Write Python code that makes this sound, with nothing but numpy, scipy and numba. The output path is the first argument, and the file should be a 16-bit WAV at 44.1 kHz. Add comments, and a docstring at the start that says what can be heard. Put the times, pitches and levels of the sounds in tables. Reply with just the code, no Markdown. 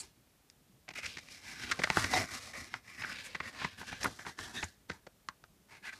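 """A cardboard mailer on a soft blanket is pulled open by hand and the flat pack inside is dragged out.
Stick-slip friction of skin and pack drives the board's resonances with dense tiny slips and brief squeaks.
The board buckles and fractures in short snaps and rips, and light knocks follow as things are set aside.
Soft low thumps sound beneath: two faint handling bumps, later the mailer bouncing on the blanket.
The small, furnished room is heard in mono from close by."""
import sys
import numpy as np
from scipy import signal
from scipy.fft import rfft, irfft
from scipy.io import wavfile
from scipy.ndimage import uniform_filter1d
from numba import njit

SR = 44100
rng = np.random.default_rng(int(sys.argv[2]) if len(sys.argv) > 2 else 0)


def inscribe(sig):
    """Save sig as 16-bit PCM at rate SR to the path in sys.argv[1].

    A 1-D sig is mono; a 2-D sig holds one channel per row.
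    Samples are clipped to [-1, 1] before scaling.
    """
    pcm = np.round(np.clip(np.atleast_2d(sig).T, -1, 1) * 32767)
    wavfile.write(sys.argv[1], SR, pcm.astype(np.int16))


N = 264156


def from_db(db):
    """Amplitude ratio of a level in decibels."""
    return 10 ** (np.asarray(db) / 20)


def unit_rms(x):
    """Normalisation to an rms of 1."""
    return x / np.sqrt(np.mean(x ** 2) + 1e-20)


def drift(rate_hz):
    """Random modulation: low-passed noise of unit rms, drawn once every 40 samples."""
    pole = np.exp(-80 * np.pi * rate_hz / SR)
    slow = signal.lfilter([1], [1, -2 * pole, pole * pole], rng.standard_normal(N // 40 + 2002))[2000:]
    return np.interp(np.arange(N) / 40, np.arange(len(slow)), unit_rms(slow))


def band(x, edges_hz, order=3):
    """Causal band-pass filtering."""
    return signal.sosfilt(signal.butter(order, edges_hz, "band", fs=SR, output="sos"), x + 1e-18)


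def soften(x, top_hz):
    """Compliance: soft contact and soft card act as a low-pass filter."""
    return signal.sosfilt(signal.butter(2, min(top_hz, .45 * SR), fs=SR, output="sos"), x)


def resonate(x, hz, width_hz):
    """A damped resonator with unit peak gain."""
    r = np.exp(-np.pi * width_hz / SR)
    feedback = [1, -2 * r * np.cos(2 * np.pi * hz / SR), r * r]
    return signal.lfilter(np.array([1, 0, -1]) * (1 - r * r) / 2, feedback, x + 1e-18)


@njit
def glide(x, hz, width_hz):
    """A damped resonator with unit peak gain whose centre and bandwidth vary in time."""
    angle = 2 * np.pi * hz / SR
    r = np.exp(-np.pi * width_hz / SR)
    y = np.zeros(len(x))
    for i in range(2, len(x)):
        drive = (1 - r[i] ** 2) / 2 * (x[i] - x[i - 2])
        y[i] = drive + 2 * r[i] * np.cos(angle[i]) * y[i - 1] - r[i] ** 2 * y[i - 2]
    return y


def slips(per_s, spread_db, size):
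    """Stick-slip impulses: fibres catch and let go at random, with uneven strength."""
    strength = from_db(spread_db * np.minimum(rng.exponential(1, size), 4)) * rng.choice([-1, 1], size)
    return unit_rms(strength * (rng.random(size) < per_s / SR))


# Normal modes of the mailer: pitch_hz, width_hz, gain_db
BOARD_MODES = [(55.4, 84, -5), (98, 36, 6), (154, 64, -2), (238, 49, 3.5), (400, 690, -6.5), (533, 136, 2),
               (946, 80, -4.5), (953, 150, -5.5), (1500, 150, -1), (1714, 60, 9), (1964, 280, 2),
               (2420, 1800, -0.5), (3490, 100, -29), (3737, 22, 2.5), (4050, 4400, -2.5),
               (5840, 2100, -38.5), (9040, 430, -45)]

def board(force, extra_db, surface_db=-21):
    """Modal superposition: each mode with its extra gain, plus direct radiation from the surface."""
    modes = sum((-1) ** k * from_db(db + extra) * resonate(force, hz, width_hz)
                for k, ((hz, width_hz, db), extra) in enumerate(zip(BOARD_MODES, extra_db)))
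    return modes + from_db(surface_db) * force


def stroke(start_s, attack_s, hold_s, release_s, level_db, thud_db, bright_db):
    """Friction power goes as speed squared: in each register a stroke rises, holds and dies away."""
    t = np.arange(N) / SR - start_s
    fade_db = -20 * np.clip((t - attack_s - hold_s) / release_s, 0, 10)
    speed = np.clip(t / attack_s, 0, 1) * from_db(fade_db)
    pocket_db = -2.5 + 0.55 * thud_db
    colour_db = np.array([thud_db, pocket_db, 0, bright_db])  # relative to the panels
    return np.outer(from_db(level_db + colour_db) ** 2, speed ** 2)


# Strokes of hand or pack along the board: start_s, attack_s, hold_s, release_s, level_db, thud_db, bright_db
RUB_STROKES = [(0.0, 0.00079, 0.0025, 0.081, -52.5, -0.5, 2), (0.948, 0.01, 0.015, 0.036, -42, -19, -6.5),
               (0.964, 0.02, 0.01, 0.038, -40, -14, -5), (1.016, 0.024, 0.017, 0.031, -42, -15.5, -3.5),
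               (1.063, 0.0084, 0.014, 0.13, -52.5, -3.5, 4), (1.259, 0.071, 0.014, 0.15, -59.5, -34, 7),
               (1.415, 0.083, 0.027, 0.21, -49.5, -6, 1), (1.536, 0.081, 0.029, 0.11, -49, -2.5, 2.5),
               (1.65, 0.034, 0.015, 0.27, -51, 1.5, 0.5), (1.757, 0.16, 0.068, 0.12, -46.5, -6, -4.5),
               (1.954, 0.013, 0.099, 0.092, -38, -6.5, -6), (2.081, 0.069, 0.034, 0.079, -31.5, -4.5, -4),
               (2.178, 0.013, 0.048, 0.0095, -42.5, -4, -6.5),
               (2.258, 0.061, 0.034, 0.088, -44, -5.5, -6.5), (2.4, 0.031, 0.06, 0.07, -53, -5.5, -4),
               (2.53, 0.006, 0.027, 0.048, -46.5, -9, -10.5), (2.554, 0.031, 0.057, 0.085, -47.5, -2, -1.5),
               (2.698, 0.03, 0.041, 0.04, -52.5, -1, -3), (2.835, 0.057, 0.46, 0.25, -55, -10.5, -2),
               (2.972, 0.022, 0.13, 0.2, -43, -11, -5), (2.995, 0.016, 0.0078, 0.015, -42.5, -17, -3.5),
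               (3.233, 0.015, 0.017, 0.08, -49.5, -10, -7), (3.416, 0.034, 0.034, 0.034, -46, -7.5, -6.5),
               (3.492, 0.1, 0.053, 0.16, -49, -4, -5.5), (3.767, 0.022, 0.025, 0.064, -48.5, -4, -9),
               (3.86, 0.02, 0.072, 0.17, -46, -7, -9.5), (3.913, 0.0061, 0.013, 0.038, -45, -1, -9),
               (3.998, 0.011, 0.0098, 0.14, -41, -7.5, -10.5), (4.036, 0.0075, 0.03, 0.06, -42, 3.5, -10.5),
               (4.187, 0.004, 0.032, 0.033, -46, -13.5, -13.5),
               (4.244, 0.041, 0.0069, 0.057, -42.5, -7, -15.5), (4.37, 0.04, 0.03, 0.21, -45, -6.5, -8),
               (4.529, 0.033, 0.082, 0.031, -44, -4, -4), (4.884, 0.0073, 0.048, 0.074, -57.5, 1.5, -4.5),
               (5.677, 0.066, 0.012, 0.07, -52.5, -9, -7.5), (5.822, 0.049, 0.024, 0.037, -44, -16.5, -8.5),
               (5.921, 0.011, 0.0049, 0.012, -45.5, -18, -10.5), (5.924, 0.018, 0.045, .05, -62.5, -1, 2.5)]
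# Faint brushing while the hand keeps hold: start_s, hold_s
RESTING_GRIPS = [(0.928, 1.56), (2.794, 0.84), (3.798, 0.434), (4.39, 0.21)]

def rub_gains():
    """Incoherent sources add in power: strokes and grips give one gain curve for each register."""
    strokes = sum(stroke(*row) for row in RUB_STROKES)
    grips = sum(stroke(start_s, 0.091, hold_s, 0.06, level_db=-64, thud_db=0, bright_db=1.5)
                for start_s, hold_s in RESTING_GRIPS)
    return np.sqrt(strokes + grips)


# Path of the rubbed panel's resonances: time_s, note_hz, width_hz, gain_db, sheen_hz
PANEL_PATH = [(1.0, 2280, 600, 10, 5400), (1.35, 2166, 300, 14.5, 5300), (1.62, 2100, 280, 12.5, 5500),
              (1.95, 1780, 550, 14, 5100), (2.16, 1980, 450, 6, 5300), (2.41, 2180, 400, 11.5, 5530),
              (2.6, 2060, 450, 9, 5500), (2.95, 2180, 400, 12, 5300), (3.05, 1625, 300, 5, 5100),
              (3.11, 1910, 450, 12, 5000), (3.22, 2050, 500, 7.5, 4700), (3.55, 1870, 500, 13.5, 4640),
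              (3.95, 1750, 550, 3, 5950), (4.25, 1810, 350, 5.5, 6040), (4.42, 1656, 200, 9.5, 5380),
              (4.55, 1690, 150, 8.5, 6100), (4.65, 1890, 250, 6, 6500), (5.75, 2100, 800, 12, 4400),
              (5.9, 2020, 900, 12, 4130)]

def panel(panel_force, paper_force, reference_width_hz=150, sheen_width_hz=550.0, sheen_db=-2.5):
    """A panel's resonance moves with the grip and its free length; its paper skin adds a high sheen."""
    time_s, *columns = np.transpose(PANEL_PATH)
    note_hz, width_hz, gain_db, sheen_hz = (np.interp(np.arange(N) / SR, time_s, c) for c in columns)
    equal_power = np.sqrt(reference_width_hz / width_hz)
    note = equal_power * glide(panel_force, note_hz, width_hz)
    sheen = glide(paper_force, sheen_hz, np.full(N, sheen_width_hz))
    return from_db(gain_db) * note + from_db(sheen_db) * sheen


def pocket_echo(x, round_trip_s=0.0025, echo_db=-13, wander=0.049):
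    """Comb filtering: sound runs down the mailer and back by a path that shifts as hand and pack move."""
    lag = round_trip_s * SR * (1 + wander * drift(1.5))
    return x + from_db(echo_db) * np.interp(np.arange(N) - lag, np.arange(N), x)


# Registers of the mailer's thud, air pocket, panels and surface fibres: low_hz, high_hz
REGISTER_BANDS = [(36, 480), (410, 1200), (1250, 2600), (3400, 14000)]

def rubbing(judder_db=1.39, catch_db=1.5, crinkle_db=-14, shifting_db=4.0, local_modes_hz=600):
    """Sliding friction: dense slips under a juddering grip excite the modes from a moving contact."""
    grip = from_db(judder_db * drift(21) + catch_db * drift(200))  # catching skin makes the rub grainy
    crinkles = from_db(crinkle_db) * slips(per_s=90, spread_db=2.8, size=N)  # small creases give way
    board_force, panel_force, paper_force = (
        grip * (slips(per_s=3200, spread_db=0.5, size=N) + crinkles) for _ in range(3))
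    # low modes span the whole mailer and depend less on where it is touched
    coupling_db = [shifting_db * min(hz / local_modes_hz, 1) * drift(2.44) for hz, _, _ in BOARD_MODES]
    vibration = board(board_force, coupling_db) + panel(panel_force, paper_force)
    sound = soften(pocket_echo(vibration), top_hz=11500)
    trims_db = (-2.8, 0, -.5, -.3)
    return sum(gain * from_db(trim_db) * unit_rms(band(sound, edges_hz))
               for gain, trim_db, edges_hz in zip(rub_gains(), trims_db, REGISTER_BANDS))


# Spectrum of the room's still air: frequency_hz, relative_density_db
AIR_SPECTRUM = [(20, -28), (45, -0.5), (100, -2.5), (200, -4), (320, -8.5), (600, -13), (1200, -17.5),
                (4000, -21), (9000, -23), (14500, -24)]

def air(level_db=-67.5, waver_db=2.2, rumble_top_hz=400):
    """Ambient noise: a quiet, steady spectrum whose low rumble wavers in amplitude."""
    hz, db = np.transpose(AIR_SPECTRUM)
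    bins_hz = np.maximum(np.arange(N // 2 + 1) * SR / N, 1)
    shape = from_db(np.interp(np.log(bins_hz), np.log(hz), db))
    noise = unit_rms(irfft(rfft(rng.standard_normal(N)) * shape, N))
    rumble = signal.sosfiltfilt(signal.butter(2, rumble_top_hz, fs=SR, output="sos"), noise)
    return from_db(level_db) * (noise + rumble * (from_db(waver_db * drift(19)) - 1))


# Squeaks of tight board (narrow) and swishes of the pack's smooth wrap (wide):
# centre_s, half_length_s, pitch_hz, width_hz, level_db
FRICTION_SQUEAKS = [(.006, 0.01, 7950, 1330, -42), (.004, 0.0061, 4460, 400, -48.5),
                    (2.144, 0.0052, 3930, 220, -31), (2.156, 0.021, 756, 167, -34.5),
                    (2.192, 0.027, 630, 129, -41.5), (2.172, 0.047, 2026, 68.8, -40.5),
                    (2.173, 0.026, 5300, 300, -44), (3.26, 0.015, 7200, 3970, -52),
                    (3.798, 0.015, 10200, 4860, -63.5), (4.034, 0.0029, 5900, 1150, -37),
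                    (4.044, 0.0047, 9900, 3500, -42.5), (4.436, 0.029, 3200, 400, -54.5),
                    (4.587, 0.011, 1774, 170, -42.5), (4.573, 0.022, 2600, 205, -52),
                    (4.576, 0.03, 3370, 126, -53.5), (4.583, 0.016, 3700, 260, -45.5),
                    (4.642, 0.0012, 6750, 980, -34)]

def squeaks(reach_s=0.15):
    """Stick-slip excitation of a single resonance swells and fades in a bell curve."""
    out = np.zeros(N)
    for centre_s, half_length_s, hz, width_hz, level_db in FRICTION_SQUEAKS:
        at = np.arange(max(round((centre_s - reach_s) * SR), 0), round((centre_s + reach_s) * SR))
        tone = resonate(resonate(rng.standard_normal(len(at)), hz, width_hz), hz, 2 * width_hz)
        swell = np.exp(-.5 * ((at / SR - centre_s) / half_length_s) ** 2)
        out[at] += from_db(level_db) * swell * unit_rms(tone)
    return out


def fracture(envelope):
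    """Fracture is broadband: breaking fibres give a burst of unit energy spread over all pitches."""
    burst = slips(per_s=9000, spread_db=3.43, size=len(envelope)) * envelope
    for _ in range(4):  # flatten the spectrum, then restore the envelope
        white = irfft(np.exp(1j * np.angle(rfft(burst))), len(burst))
        burst = white * envelope / np.sqrt(uniform_filter1d(white ** 2, size=128) + 1e-12)
    return burst / np.linalg.norm(burst)


def buckling_force(give_s, settle_s=0.0019, flutter_s=0.018, flutter_db=-22):
    """Buckling: a crease cracks, fibres part while it gives, and the damped panel flutters to rest."""
    t = np.arange(6000) / SR
    since_give_s = np.maximum(t - give_s, 0)
    crack_db = -3 - 2.5 * np.log2(give_s / 0.0014)  # the quicker the give, the clearer the first crack
    rise_s = 0.00022 * from_db(-crack_db)  # after a weak crack the tearing swells in
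    swell = 1 - np.exp(-(t + 1 / SR) / rise_s)
    force = fracture(swell * np.exp(-since_give_s / settle_s))
    force[0] += from_db(crack_db)
    flutter = soften(rng.standard_normal(len(t)), top_hz=3000) * np.exp(-since_give_s / flutter_s)
    return force + from_db(flutter_db) * flutter * np.linalg.norm(force) / np.linalg.norm(flutter)


def snap(give_s, note_hz, hollow_hz, top_hz, levels_db, direct_db=7.0, note_db=13.0, note_q=4.8):
    """Transient response: a buckling patch rings at its own note and drives the board and air pocket."""
    force = buckling_force(give_s)
    patch = from_db(direct_db) * force + from_db(note_db) * resonate(force, note_hz, note_hz / note_q)
    body = board(force, np.zeros(len(BOARD_MODES)))
    card = soften(soften(patch + body, top_hz), top_hz)
    hollow = resonate(force, hollow_hz, width_hz=220)
    thud = resonate(body + from_db(2.5) * force, hz=130, width_hz=330)  # the whole mailer pushes air
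    parts = [band(x, edges_hz, order=2) for x, edges_hz in zip([thud, hollow, card, card], REGISTER_BANDS)]
    # each level is the rms of that register's energy packed into 10 ms
    gains = from_db(levels_db) / np.sqrt(np.sum(np.square(parts), axis=1) * 100 / SR)
    return sum((-1) ** k * gain * part for k, (gain, part) in enumerate(zip(gains, parts)))


def splinter(treble_db, hard_snap_db=-35, growth=2.2, decay_s=0.0012):
    """Brittle fracture of dry fibres grows faster than a snap's treble, so it marks the hardest snaps."""
    t = np.arange(1000) / SR
    burst = band(fracture(np.exp(-t / decay_s)), edges_hz=(3000, 9500), order=2) * np.sqrt(SR / 100)
    return from_db(-39.5 + growth * (treble_db - hard_snap_db)) * burst


# Snaps, rips and knocks of the board; the last three columns are relative to the level:
# start_s, give_s, note_hz, hollow_hz, level_db, thud_db, hollow_db, bright_db
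BOARD_SNAPS = [(0.5001, 0.00014, 5470, 710, -69, -13, -20, 10.5),
               (0.88, 0.0039, 2440, 530, -52.5, -10, -8, -15),
               (0.8885, 0.0024, 2310, 816, -48, -6.5, -5.5, -2.5),
               (0.905, 0.0093, 2490, 760, -50.5, -5, -9, -6), (0.937, 0.0041, 2700, 850, -59, -11, -6, 1),
               (0.9875, 0.00073, 2140, 690, -50.5, -25, -1, -0.5),
               (1.058, 0.0081, 2580, 1010, -44, -36, -29, 2),
               (1.17, 0.0049, 2030, 1100, -45.5, -6, -19, -5),
               (1.183, 0.0082, 2020, 760, -49, -13, -11, -1),
               (1.286, 0.0013, 2210, 1040, -56.5, -17, -15, -3),
               (1.635, 0.0028, 2150, 1010, -47.5, -14, -13, -6),
               (1.701, 0.0013, 2570, 1030, -48, -4, -15, -9),
               (1.7136, 0.0071, 1580, 1220, -30.5, -17.5, -13.5, -4.5),
               (1.7208, 0.0055, 1600, 1170, -35.5, -22, -31, -7),
               (1.791, 0.0095, 2110, 507, -40, 2.5, 1, -5), (1.819, 0.0011, 1720, 1210, -39.5, -6, -8, -18),
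               (1.8363, 0.0073, 1790, 606, -26, -14.5, -13, -9),
               (1.873, 0.0016, 1600, 1070, -41.5, -12, 0, -17),
               (1.901, 0.0019, 2360, 950, -29.5, -6, -3.5, -8.5),
               (1.971, 0.0012, 1480, 920, -28.5, -0.5, 0, -15.5),
               (1.98, 0.0037, 1610, 830, -39, -16, -2, -15.0),
               (2.0419, 0.0043, 1920, 800, -33, -6.5, -17, -6),
               (2.1352, 0.0055, 2050, 820, -34, -19, 3.5, -5.5),
               (2.165, 0.0011, 1970, 810, -36, -17, -17, -18),
               (2.172, 0.0068, 1900, 700, -38, -8.5, -7, -3), (2.213, 0.003, 1990, 700, -44, -6, -8, -5),
               (2.24, 0.0025, 1800, 615, -47.5, 2.5, -16, -4),
               (2.7402, 0.0014, 1395, 1120, -37.5, -25, -5.5, -12),
               (3.02, 0.0052, 2390, 910, -41, -15, -13, -11), (3.037, 0.011, 1570, 860, -35, -17, -22, -23),
               (3.348, 0.0088, 2010, 1030, -37, -11, -10, -11.5),
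               (3.402, 0.0055, 2070, 1160, -37.5, -8.5, -4, -15),
               (3.616, 0.006, 1490, 920, -44.5, -7, 0, -12),
               (3.646, 0.0012, 1770, 940, -38.5, -3.5, -19, -10),
               (3.647, 0.0037, 1880, 1000, -38.5, -4, 1.5, -12),
               (3.814, 0.0022, 1680, 930, -48.5, -1.5, -2, -19),
               (3.828, 0.0055, 1480, 832, -51.5, -7, 0, -24),
               (3.927, 0.0031, 1910, 870, -44.5, -7, -1, -36),
               (4.031, 0.0013, 1670, 740, -43, -14, -13, -0.5),
               (4.0439, 0.0028, 1850, 980, -35.5, -8, -2, -11),
               (4.053, 0.0015, 1330, 1220, -38.5, -26, -6, -31),
               (4.057, 0.0035, 1410, 890, -31, -7, -8.5, -41),
               (4.191, 0.0037, 1780, 950, -48, -10, -11, -22), (4.25, 0.0095, 1470, 880, -47, -9, -14, -30),
               (4.265, 0.0044, 1770, 930, -44, -2.5, -1.5, -11),
               (4.389, 0.0017, 1610, 1130, -45.5, -5, -1.5, -4.5),
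               (4.6276, 0.0067, 2450, 840, -37, -13, -6, -11),
               (4.637, 0.0011, 2130, 767, -52, 3.5, -0.5, -6),
               (4.898, 0.0043, 1480, 430, -38, -4, -13, -11), (4.914, 0.0064, 1900, 480, -50, -2, -22, -6),
               (5.067, 0.0062, 1500, 548, -56, 1.5, 5, -5),
               (5.2869, 0.0007, 1470, 1090, -43.5, -10.5, 2.5, -3.5),
               (5.4396, 0.00082, 1320, 1190, -58, -3.5, -4.5, -7.5)]

def snaps(bright_db_per_octave=25.5):
    """Impulsive excitation: the harder the contact, the brighter the snap and the higher it reaches."""
    out = np.zeros(N + SR)
    for start_s, give_s, note_hz, hollow_hz, level_db, thud_db, hollow_db, bright_db in BOARD_SNAPS:
        top_hz = 7200 * 2 ** (bright_db / bright_db_per_octave)
        levels_db = level_db + np.array([thud_db, hollow_db, 0, bright_db])
        at = round(start_s * SR)
        for part in (snap(give_s, note_hz, hollow_hz, top_hz, levels_db), splinter(level_db + bright_db)):
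            out[at:at + len(part)] += part
    return out[:N]


# Soft low thumps, two faint handling bumps and then the mailer bouncing on the blanket:
# start_s, pitch_hz, level_db
LOW_THUMPS = [(0.697, 187, -56), (0.737, 134, -55.5), (1.978, 109.4, -29), (2.046, 96, -34),
              (4.062, 157, -40.5), (4.635, 86.2, -39), (4.905, 85.6, -43)]

def thumps(t60_s=0.15, rise_s=0.0015):
    """Damped oscillation: each soft thump is a low sine that dies away within a few cycles."""
    out = np.zeros(N)
    for start_s, pitch_hz, level_db in LOW_THUMPS:
        t = np.maximum(np.arange(N) / SR - start_s, 0)
        envelope = from_db(level_db - 60 * np.minimum(t / t60_s, 10)) * (1 - np.exp(-t / rise_s))
        out += envelope * np.sin(2 * np.pi * pitch_hz * t)
    return out


def room(x, t60_s=0.032, gap_s=0.005, level_db=-18.5):
    """Reverberation: absorption by soft furnishings leaves a short, faint tail."""
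    t = np.arange(SR // 2) / SR
    reflections = band(rng.standard_normal(len(t)), edges_hz=[90, 7500], order=1)
    tail = reflections * from_db(-60 * t / t60_s) * (t > gap_s)
    return from_db(level_db) * signal.fftconvolve(x, tail / np.linalg.norm(tail))[:N]


def scene():
    """Superposition of the direct sound, its reverberation and the room's air, alike in both channels."""
    direct = rubbing() + squeaks() + snaps() + thumps()
    return np.tile(direct + room(direct) + air(), (2, 1))


def record(dry):
    """Band limiting: a steep low-pass cuts the treble above 14.8 kHz."""
    return signal.sosfilt(signal.ellip(10, .3, 80, 14800, fs=SR, output="sos"), dry)


dry = scene()
out = record(dry)
inscribe(out)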